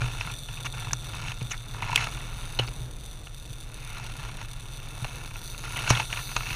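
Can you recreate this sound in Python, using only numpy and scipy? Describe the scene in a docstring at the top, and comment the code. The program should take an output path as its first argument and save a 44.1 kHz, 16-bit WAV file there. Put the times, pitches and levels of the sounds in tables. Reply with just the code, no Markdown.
"""A rattlesnake buzzes in the grass beside a plastic housing that holds the microphone.
From the start segments clash and ring at each tail stroke, grass rubs and ticks on the housing,
wind rumbles, and the housing booms softly as the grass presses. Knocks and bounces begin at once,
sliding swishes and flicks of bent blades from 0.2 s; the hardest knock falls near 5.9 s."""
import sys
import numpy as np
from scipy import signal
from scipy.fft import rfft, irfft
from scipy.io import wavfile
from scipy.ndimage import uniform_filter1d, map_coordinates

SR = 44100
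rng = np.random.default_rng(int(sys.argv[2]) if len(sys.argv) > 2 else 0)


def file_out(sig):
    """Save sig as 16-bit WAV at sys.argv[1]."""
    # one column per channel
    cols = np.atleast_2d(sig).T
    # limit, then scale
    lim = np.clip(cols, -1, 1)
    pcm = np.round(lim * 32767).astype(np.int16)
    wavfile.write(sys.argv[1], SR, pcm)


N = 288855
TIME_S = np.arange(N) / SR

# tail shaking: (time [s], rate [strokes/s])
SHAKE = [(0, 170), (1.0, 164), (1.9, 143), (2.35, 172), (3.2, 155), (4.8, 138), (5.45, 166), (5.8, 160),
         (6.05, 220), (6.55, 173)]
# rattle loudness before a common gain: (time [s], relative level [dB])
RATTLE_LEVEL = [(0, -55), (.5, -52.5), (1.7, -55.5), (2.3, -54.5), (2.95, -59.5), (4.95, -56.5),
                (5.85, -51), (6.02, -48.5), (6.55, -52)]
# hollow keratin segments: (centre [Hz], width [Hz], relative density coiled, drawn back, raised [dB])
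SEGMENT_MODES = [(3000, 1350, -8.5, -8.5, -25), (3607, 211, 15, 5, 8), (4280, 750, 0.5, -6.5, 2),
                 (5977, 153, 9, 3, 9.5), (6300, 710, -4, -9, -4), (7740, 210, 3, -7.5, -6),
                 (8870, 1500, -9, -10.5, -7), (9370, 190, 10, 0.5, 6), (9714, 400, -9, -2.5, 0.5),
                 (12140, 550, -25, -17, -7), (13140, 930, -6.5, -20, -19), (13800, 590, -15, -15, -2)]
# rattle posture: (time [s], posture [0 coiled close, 1 drawn back, 2 raised])
POSTURE = [(0, 0.16), (1.75, 0), (2.3, 0.79), (4.9, 0.75), (5.5, 1.7), (5.95, 0.62), (6.25, 1.95)]
TIGHT_PER_S, LOOSE_PER_S = 173.4, 167.4  # strokes/s: segments in step, thrown about

# steady lean of the grass on the housing: (time [s], pressure level [dB])
LEAN = [(0, -54.5), (1.5, -52), (2.15, -43), (2.65, -44.5), (2.92, -58), (3.65, -54.5), (4.0, -45),
        (4.7, -50), (5.15, -43), (5.45, -49.5), (6.55, -46.5)]
# movements pushing grass along the housing: (start [s], length [s], pressure level halfway [dB])
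PUSHES = [(0, 0.082, -39), (0.093, 0.23, -41.5), (0.481, 0.14, -45.5), (.643, 0.016, -33.5),
          (0.728, .16, -39.5), (1.014, .1, -46.5), (1.126, .18, -41), (1.523, 0.039, -51.5),
          (1.732, 0.085, -41), (1.819, 0.22, -35), (2.59, 0.046, -36), (3.95, 0.039, -44),
          (4.02, 0.046, -47.5), (4.178, 0.11, -44.5), (4.383, 0.043, -41.5), (5.63, 0.15, -40.5),
          (5.763, 0.16, -35), (5.867, 0.15, -30), (6.094, 0.11, -38), (6.276, .045, -43.5),
          (6.408, 0.17, -43)]
PUSH_ATTACK_S, PUSH_RELEASE_S, PUSH_SWELL_DB = .0064, .015, 2.5
REFERENCE_DB = -39  # pressure of a moderate push
# treble of the rubbing: (time [s], gain above the edge frequency [dB])
RUB_EDGE = [(0, 2.5), (.8, -6), (1.4, 5), (1.8, -7), (2.03, 5.5), (2.2, -2), (2.7, -7.5), (3.5, 0.5),
            (4.0, 1), (4.8, -2.5), (5.7, 0.5), (6.1, -1.5), (6.55, 8)]
# resonances of the plastic housing: (centre [Hz], width [Hz], gain [dB])
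HOUSING_MODES = [(275, 90, -8), (453, 22, -3), (716, 110, -2.5), (930, 182, 3), (1196, 260, -1),
                 (1397, 72, 7), (1744, 100, -0.5), (2236, 127, 1.5), (2629, 99, 5.5), (2700, 420, 0.5),
                 (3510, 45, -31), (4120, 220, -3.5), (5630, 150, -6), (6530, 124, -5), (10020, 360, -8.5)]

# wind rumble: (time [s], level [dB])
WIND_LEVEL = [(0, -33), (.3, -40.5), (1.7, -39.5), (2.38, -36.5), (2.75, -37.5), (3.3, -41.5), (4.15, -39),
              (5.25, -40), (5.85, -39), (6.2, -41), (6.36, -37)]
# rumble spectrum: (frequency [Hz], relative density [dB])
WIND_COLOUR = [(10, -33.5), (22, 2), (45, -5.5), (70, -17), (110, -25), (250, -28), (500, -31.5),
               (2000, -42), (15000, -76)]
# open-air hush ahead of its low-pass: (frequency [Hz], relative density [dB])
AIR_COLOUR = [(100, -38), (250, -9), (470, -5.5), (900, -15.5), (2000, -11), (5000, -2.5), (15000, 8)]
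BOOM_DB, BOOM_COILED_DB = -40.5, 3  # at REFERENCE_DB; extra when fully coiled
BOOM_FOLLOWS = .44  # dB of boom per dB of pressure

TICKS_PER_S, TICK_RATE_FOLLOWS = 14, .7  # rate at REFERENCE_DB; dB of rate per dB of pressure
TICK_DB, TICK_SPREAD_DB, TICK_HZ = -1.5, .5, 2500  # level relative to pressure; centre pitch
FLICK_DECAY_S = .0018  # ticks and flicks
CRACK_DB = -15.5  # relative to the blade
CRACK_FROM_DB, CRACK_GROWS = -24, 1.93  # harder flicks gain this many extra dB per dB

# housing rocked on its mount: (time [s], swing level [dB], T60 [s])
BOUNCES = [(0.017, -24.5, 0.54), (.925, -29.5, .3), (1.417, -24, 0.2), (2.595, -23, 0.3),
           (2.808, -29, 0.33), (3.505, -30, 0.16), (5.024, -25.5, 0.15), (5.9066, -11.5, 0.14),
           (6.362, -31, 0.34), (6.51, -27.5, .25)]
BOUNCE_HZ, SHOVE_DB = 121.3, -.5  # shove relative to the swing, hardest jolt
# snake strikes: (time [s], housing [dB], contact decay [s], ring [Hz], ring [dB], crack [dB],
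#                 thump [dB], thump [Hz])
KNOCKS = [(0.0175, -27, .0007, 2440, -32.5, -59, -43, 400),
          (1.410, -37.5, 0.0034, 2520, -48, -60, -41, 420),
          (2.5897, -29.5, 0.0092, 2920, -19.5, -56, -24.5, 490),
          (5.0441, -30, 0.0011, 2540, -50, -41, -35, 750),
          (5.9015, -14.5, 0.007, 5800, -20, -18.5, -19, 686),
          (6.3636, -18, 0.0018, 1340, -25.5, -41, -49, 600)]
THUMP_AFTER_S, THUMP_DECAY_S, THUMP_WIDTH_HZ = .0063, .00086, 500
# blades sliding off the housing: (start [s], length [s], level [dB], first [Hz], last [Hz])
SWISHES = [(0.195, 0.03, -44, 6500, 4480), (0.643, 0.034, -39.5, 6200, 5700),
           (0.658, 0.015, -30, 3250, 1914), (1.501, 0.031, -33, 6800, 5790),
           (1.505, 0.024, -32.5, 3100, 2330), (1.518, 0.04, -37, 2490, 1466),
           (1.933, 0.12, -39, 2900, 2090), (2.043, 0.021, -39, 5600, 2510), (3.70, 0.44, -49, 2390, 2390),
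           (5.751, 0.032, -33.5, 2937, 2380), (5.883, 0.037, -26.5, 6670, 5450)]
# blades flicking the housing: (time [s], blade level [dB], blade pitch [Hz], housing re blade [dB])
FLICKS = [(0.209, -27.5, 2570, -7), (0.2726, -43, 2400, 9.5), (.4863, -45.5, 2740, 9),
          (0.5723, -39, 2530, -8), (0.908, -37.5, 1630, 0), (0.9313, -19, 6240, -8.5),
          (1.1427, -38, 1020, -10), (1.2818, -36, 2820, -1), (1.318, -35.5, 2530, 1),
          (1.8216, -30, 955, -1.5), (1.8288, -30, 2230, -17), (1.895, -29.5, 910, -17),
          (1.9285, -25, 960, -4), (1.9582, -15.5, 2870, -8), (1.976, -21.5, 2210, -15),
          (2.0222, -42, 2880, 0), (2.0694, -33.5, 1290, 4), (2.5886, -26, 4000, -4),
          (2.6754, -39.5, 4400, 0), (2.683, -41, 2720, 2), (3.2692, -42, 2800, -1), (3.969, -44.5, 2420, 7),
          (5.3568, -46, 2560, 9.5), (5.5451, -46.5, 2720, 6), (5.5906, -44.5, 6400, 3.5),
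          (5.6378, -40.5, 2400, 4), (5.789, -30.5, 2730, -9), (5.8755, -27, 1540, -1.5),
          (5.999, -30.5, 2580, 4.5), (6.1269, -27, 2540, -4.5), (6.171, -31, 2570, -4),
          (6.4055, -31, 1380, -2), (6.4679, -32.5, 2570, -22), (6.505, -35, 2600, 1.5)]


def from_db(db):
    """Decibels to gain."""
    return 10 ** (np.asarray(db) / 20)


def rms_one(x):
    """Scale to unit rms."""
    return x / np.sqrt(np.mean(x ** 2) + 1e-20)


def curve(rows):
    """Second column of a (time, value) table, interpolated to every sample."""
    time_s, value = np.transpose(rows)
    return np.interp(TIME_S, time_s, value)


def add(track, start_s, sound):
    """Mix a short sound in at a given time."""
    at = max(0, round(start_s * SR))
    track[at:at + len(sound)] += sound[:N - at]


def cut(x, hz, kind, order=2):
    """Butterworth low- or high-pass."""
    return signal.sosfilt(signal.butter(order, hz, kind, fs=SR, output="sos"), x)


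def band(x, hz, width_hz):
    """Pair of coupled resonances: flat top, steep sides."""
    edges_hz = [hz - width_hz / 2, hz + width_hz / 2]
    return signal.sosfilt(signal.butter(2, edges_hz, "band", fs=SR, output="sos"), x)


def resonate(x, hz, width_hz):
    """One resonance with gain 1 at its top."""
    r = np.exp(-np.pi * width_hz / SR)
    zeros = np.array([1, 0, -1]) * (1 - r * r) / 2
    poles = [1, -2 * r * np.cos(2 * np.pi * hz / SR), r * r]
    return signal.lfilter(zeros, poles, x + 1e-18)


def drift(rate_hz):
    """Slow random wander, rms 1; the filter's first second is dropped."""
    return rms_one(cut(rng.standard_normal(N + SR), rate_hz, "low")[SR:])


def coloured(spectrum):
    """Noise with a given spectrum, rms 1."""
    hz, db = np.transpose(spectrum)
    bins_hz = np.maximum(np.fft.rfftfreq(N, 1 / SR), 1)
    gain = from_db(np.interp(np.log(bins_hz), np.log(hz), db))
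    return rms_one(irfft(rfft(rng.standard_normal(N)) * gain, N))


def evened(x, span_s):
    """Hold the running rms at 1, leaving faster detail alone."""
    power = uniform_filter1d(x * x, max(2, int(span_s * SR)))
    return x / np.sqrt(np.maximum(power, 1e-20))


def strokes(limp_db=3.5, rebound_db=-8, rebound_s=.0042):
    """Segments clash at each tail turn; loose shaking rebounds harder, in a four-stroke limp."""
    jitter_s, limp_s, scatter_db = .0005, .0006, 2.8  # scaled by the slack
    clatter_s, chatter, tightest = .00056, .05, .22
    per_s = curve(SHAKE)
    turns = np.flatnonzero(np.diff(np.floor(np.cumsum(per_s) / SR)))
    chance = rng.standard_normal((len(turns), 4))
    looseness = (TIGHT_PER_S - per_s[turns]) / (TIGHT_PER_S - LOOSE_PER_S)
    slack = tightest + np.clip(looseness, 0, 1)
    limp = np.arange(len(turns)) * np.pi / 2  # strong, late, weak, early
    clash_s = turns / SR + slack * (limp_s * np.sin(limp) + jitter_s * chance[:, 0])
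    force = from_db(slack * (limp_db * np.cos(limp) + scatter_db * chance[:, 1]))
    return_s = clash_s + rebound_s + jitter_s * chance[:, 2]
    rebound = force * from_db(rebound_db + scatter_db * chance[:, 3]) * np.sqrt(slack)

    def sample(s):
        """Nearest earlier sample inside the scene."""
        return np.clip((s * SR).astype(int), 0, N - 1)

    clashes = np.zeros(N)
    clashes[sample(clash_s)] = force
    clashes[sample(return_s)] += rebound
    # a clash swells and dies down the chain, which never comes fully to rest
    age = np.arange(SR // 100) / SR / clatter_s
    return signal.oaconvolve(clashes, age * np.exp(1 - age))[:N] + chatter


def sway(x, share=.009, rate_hz=2):
    """The swaying tail bends the rattle's pitch; share is the rms speed change."""
    position = np.arange(N) + np.cumsum(share * drift(rate_hz))
    return map_coordinates(x, [position], order=3, mode="reflect")


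def rattle(gain_db=8.0, waver_db=1.35, click_db=-18):
    """Strokes ring the hollow segments, coloured by posture, over a faint dry click."""
    force, posture = strokes(), curve(POSTURE)
    buzz = from_db(click_db) * band(force * rng.standard_normal(N), 9700, 9800)
    for hz, width_hz, *posture_db in SEGMENT_MODES:
        # a segment rings about equally hard on every stroke
        ring = evened(band(rng.standard_normal(N), hz, width_hz), .0038)
        ring = ring * np.sqrt(2 * width_hz / SR)
        mode_db = np.interp(posture, np.arange(3), posture_db)
        buzz = buzz + band(ring * force, hz, 2 * width_hz) * from_db(mode_db)
    level_db = curve(RATTLE_LEVEL) + gain_db + waver_db * drift(4.9)
    return from_db(level_db) * evened(sway(buzz), .12)


def pressure():
    """How hard the grass works on the housing [dB]: steady lean plus pushes, summed as power."""
    power = from_db(curve(LEAN)) ** 2
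    for start_s, length_s, db in PUSHES:
        age_s = TIME_S - start_s
        attack = np.clip(age_s / PUSH_ATTACK_S, 0, 1)
        release = np.exp(-np.maximum(age_s - length_s, 0) / PUSH_RELEASE_S)
        swell_db = PUSH_SWELL_DB * (np.clip(age_s / length_s, 0, 1) - .5)
        power = power + (attack * release * from_db(db + swell_db)) ** 2
    return 10 * np.log10(power)


def housing(force):
    """Rough contact under a force envelope; each plastic mode gets its own noise."""
    return sum(from_db(db) * resonate(force * rng.standard_normal(len(force)), hz, width_hz)
               for hz, width_hz, db in HOUSING_MODES)


def rubbing(press_db, gain_db=-1.0, grains_per_s=330, edge_hz=1900):
    """Blades stick and slip on the housing in random tiny snaps over a smooth slide."""
    size_db, grain_s, smooth = 2.6, .0005, .3
    born = rng.random(N) < grains_per_s / SR
    slips = born * from_db(size_db * np.minimum(rng.exponential(1, N), 3))
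    force = signal.lfilter([1], [1, -np.exp(-1 / (grain_s * SR))], slips) + smooth
    rub = evened(cut(housing(force), 9000, "low", order=4), .04)
    dull = cut(rub, edge_hz, "low", order=1)
    bright = from_db(curve(RUB_EDGE)) * (rub - dull)
    return from_db(press_db + gain_db) * (dull + bright)


def wind():
    """Gusts rumble on the housing: low-heavy noise under a level curve."""
    return from_db(curve(WIND_LEVEL)) * evened(coloured(WIND_COLOUR), .14)


def boom(press_db, hz=119, width_hz=33):
    """Pressing grass stirs the housing's low resonance, more so while the snake is coiled."""
    coiled = np.clip(1 - curve(POSTURE), 0, 1)
    level_db = BOOM_DB + BOOM_COILED_DB * coiled + BOOM_FOLLOWS * (press_db - REFERENCE_DB)
    return from_db(level_db) * evened(band(rng.standard_normal(N), hz, width_hz), .087)


def air(gain_db=-56):
    """Steady hush of the open field: coloured noise, low-passed."""
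    return from_db(gain_db) * cut(coloured(AIR_COLOUR), 7000, "low")


def punch(x):
    """Set a short sound's level, taken over 5 ms, to 1."""
    return x / np.sqrt(np.sum(x * x) / (SR / 200))


def contact(decay_s):
    """Force of a blow: blade or snout yields at first, then the force dies away."""
    t_s, give_s = np.arange(SR // 10) / SR, .0008
    return (1 - np.exp(-t_s / give_s)) * np.exp(-t_s / decay_s)


def blow(body_db, decay_s, hz, ring_db, crack_db, ring_q=10.5, crack_hz=4000,
         tail_db=-29, tail_s=.023):
    """A blow cracks, rings the housing and adds the pitch of the spot or blade that is hit."""
    crack_s = .002
    force = contact(decay_s)
    grit = rng.standard_normal((2, len(force)))
    body = punch(housing(force + from_db(tail_db) * contact(tail_s)))
    ring = punch(resonate(resonate(force * grit[0], hz, hz / ring_q), hz, hz / 2))
    crack = punch(cut(contact(crack_s) * grit[1], crack_hz, "high"))
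    mix = from_db(body_db) * body + from_db(ring_db) * ring + from_db(crack_db) * crack
    return cut(mix, 6900, "low")


def ticks(press_db, housing_db=-2, spread_octaves=.25):
    """Lesser blades tick at random, louder and more often as the grass is pressed."""
    out = np.zeros(N)
    per_s = TICKS_PER_S * from_db(TICK_RATE_FOLLOWS * (press_db - REFERENCE_DB))
    for at in np.flatnonzero(rng.random(N) < per_s / SR):
        size, pitch = np.clip(rng.standard_normal(2), -2, 2)
        db = press_db[at] + TICK_DB + TICK_SPREAD_DB * size
        hz = TICK_HZ * 2 ** (spread_octaves * pitch)
        add(out, at / SR, blow(db + housing_db, FLICK_DECAY_S, hz, db, db + CRACK_DB))
    return out


def bounces():
    """A jolt shoves the wall in, a dull pulse, and the housing bounces on its mount."""
    out, t_s = np.zeros(N), np.arange(SR // 3) / SR
    shove = np.exp(-((t_s - 1 / (4 * BOUNCE_HZ)) / .0004) ** 2)
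    hardest_db = max(db for _, db, _ in BOUNCES)
    for start_s, db, t60_s in BOUNCES:
        swing = np.exp(-np.log(1000) * t_s / t60_s) * np.sin(2 * np.pi * BOUNCE_HZ * t_s)
        # a gentle jolt hardly dents the wall
        dent = from_db(SHOVE_DB + db - hardest_db) * shove
        add(out, start_s, from_db(db) * (swing + dent))
    return out


def knocks(body_db=-4):
    """The snout hits first; a dull thump follows as the body's weight lands."""
    out = np.zeros(N)
    for start_s, housing_db, decay_s, hz, ring_db, crack_db, thump_db, thump_hz in KNOCKS:
        add(out, start_s, blow(housing_db, decay_s, hz, ring_db, crack_db))
        force = contact(THUMP_DECAY_S)
        thump = resonate(resonate(force, thump_hz, THUMP_WIDTH_HZ), thump_hz, THUMP_WIDTH_HZ)
        body = from_db(body_db) * punch(housing(force))
        add(out, start_s + THUMP_AFTER_S, from_db(thump_db) * (punch(thump) + body))
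    return out


def swishes(width_hz=420, body_db=-6):
    """A sliding blade swells and fades; its pitch mostly falls, or holds steady in a long scrape."""
    out = np.zeros(N)
    for start_s, length_s, db, first_hz, last_hz in SWISHES:
        n = int(length_s * SR)
        phase = 2 * np.pi * np.cumsum(np.geomspace(first_hz, last_hz, n)) / SR
        blade = rms_one(cut(rng.standard_normal(n), width_hz, "low") * np.sin(phase))
        body = from_db(body_db) * rms_one(housing(np.ones(n)))
        add(out, start_s, from_db(db) * np.hanning(n) * (blade + body))
    return out


def flicks():
    """A bent blade lets go and hits the housing; the hardest ones crack."""
    out = np.zeros(N)
    for start_s, db, hz, housing_db in FLICKS:
        crack_db = db + CRACK_DB + CRACK_GROWS * max(db - CRACK_FROM_DB, 0)
        add(out, start_s, blow(db + housing_db, FLICK_DECAY_S, hz, db, crack_db))
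    return out


def scene():
    """Everything reaches one microphone inside the housing."""
    press_db = pressure()
    steady = rattle() + rubbing(press_db) + wind() + boom(press_db) + air()
    hits = ticks(press_db) + bounces() + knocks() + swishes() + flicks()
    return (steady + hits)[None]


def record(dry):
    """Clip at full scale, then cut the top with a steep low-pass."""
    low_pass = signal.ellip(10, .1, 80, 15200, fs=SR, output="sos")
    return signal.sosfilt(low_pass, np.clip(dry, -1, 1))


dry = scene()
out = record(dry)
file_out(out)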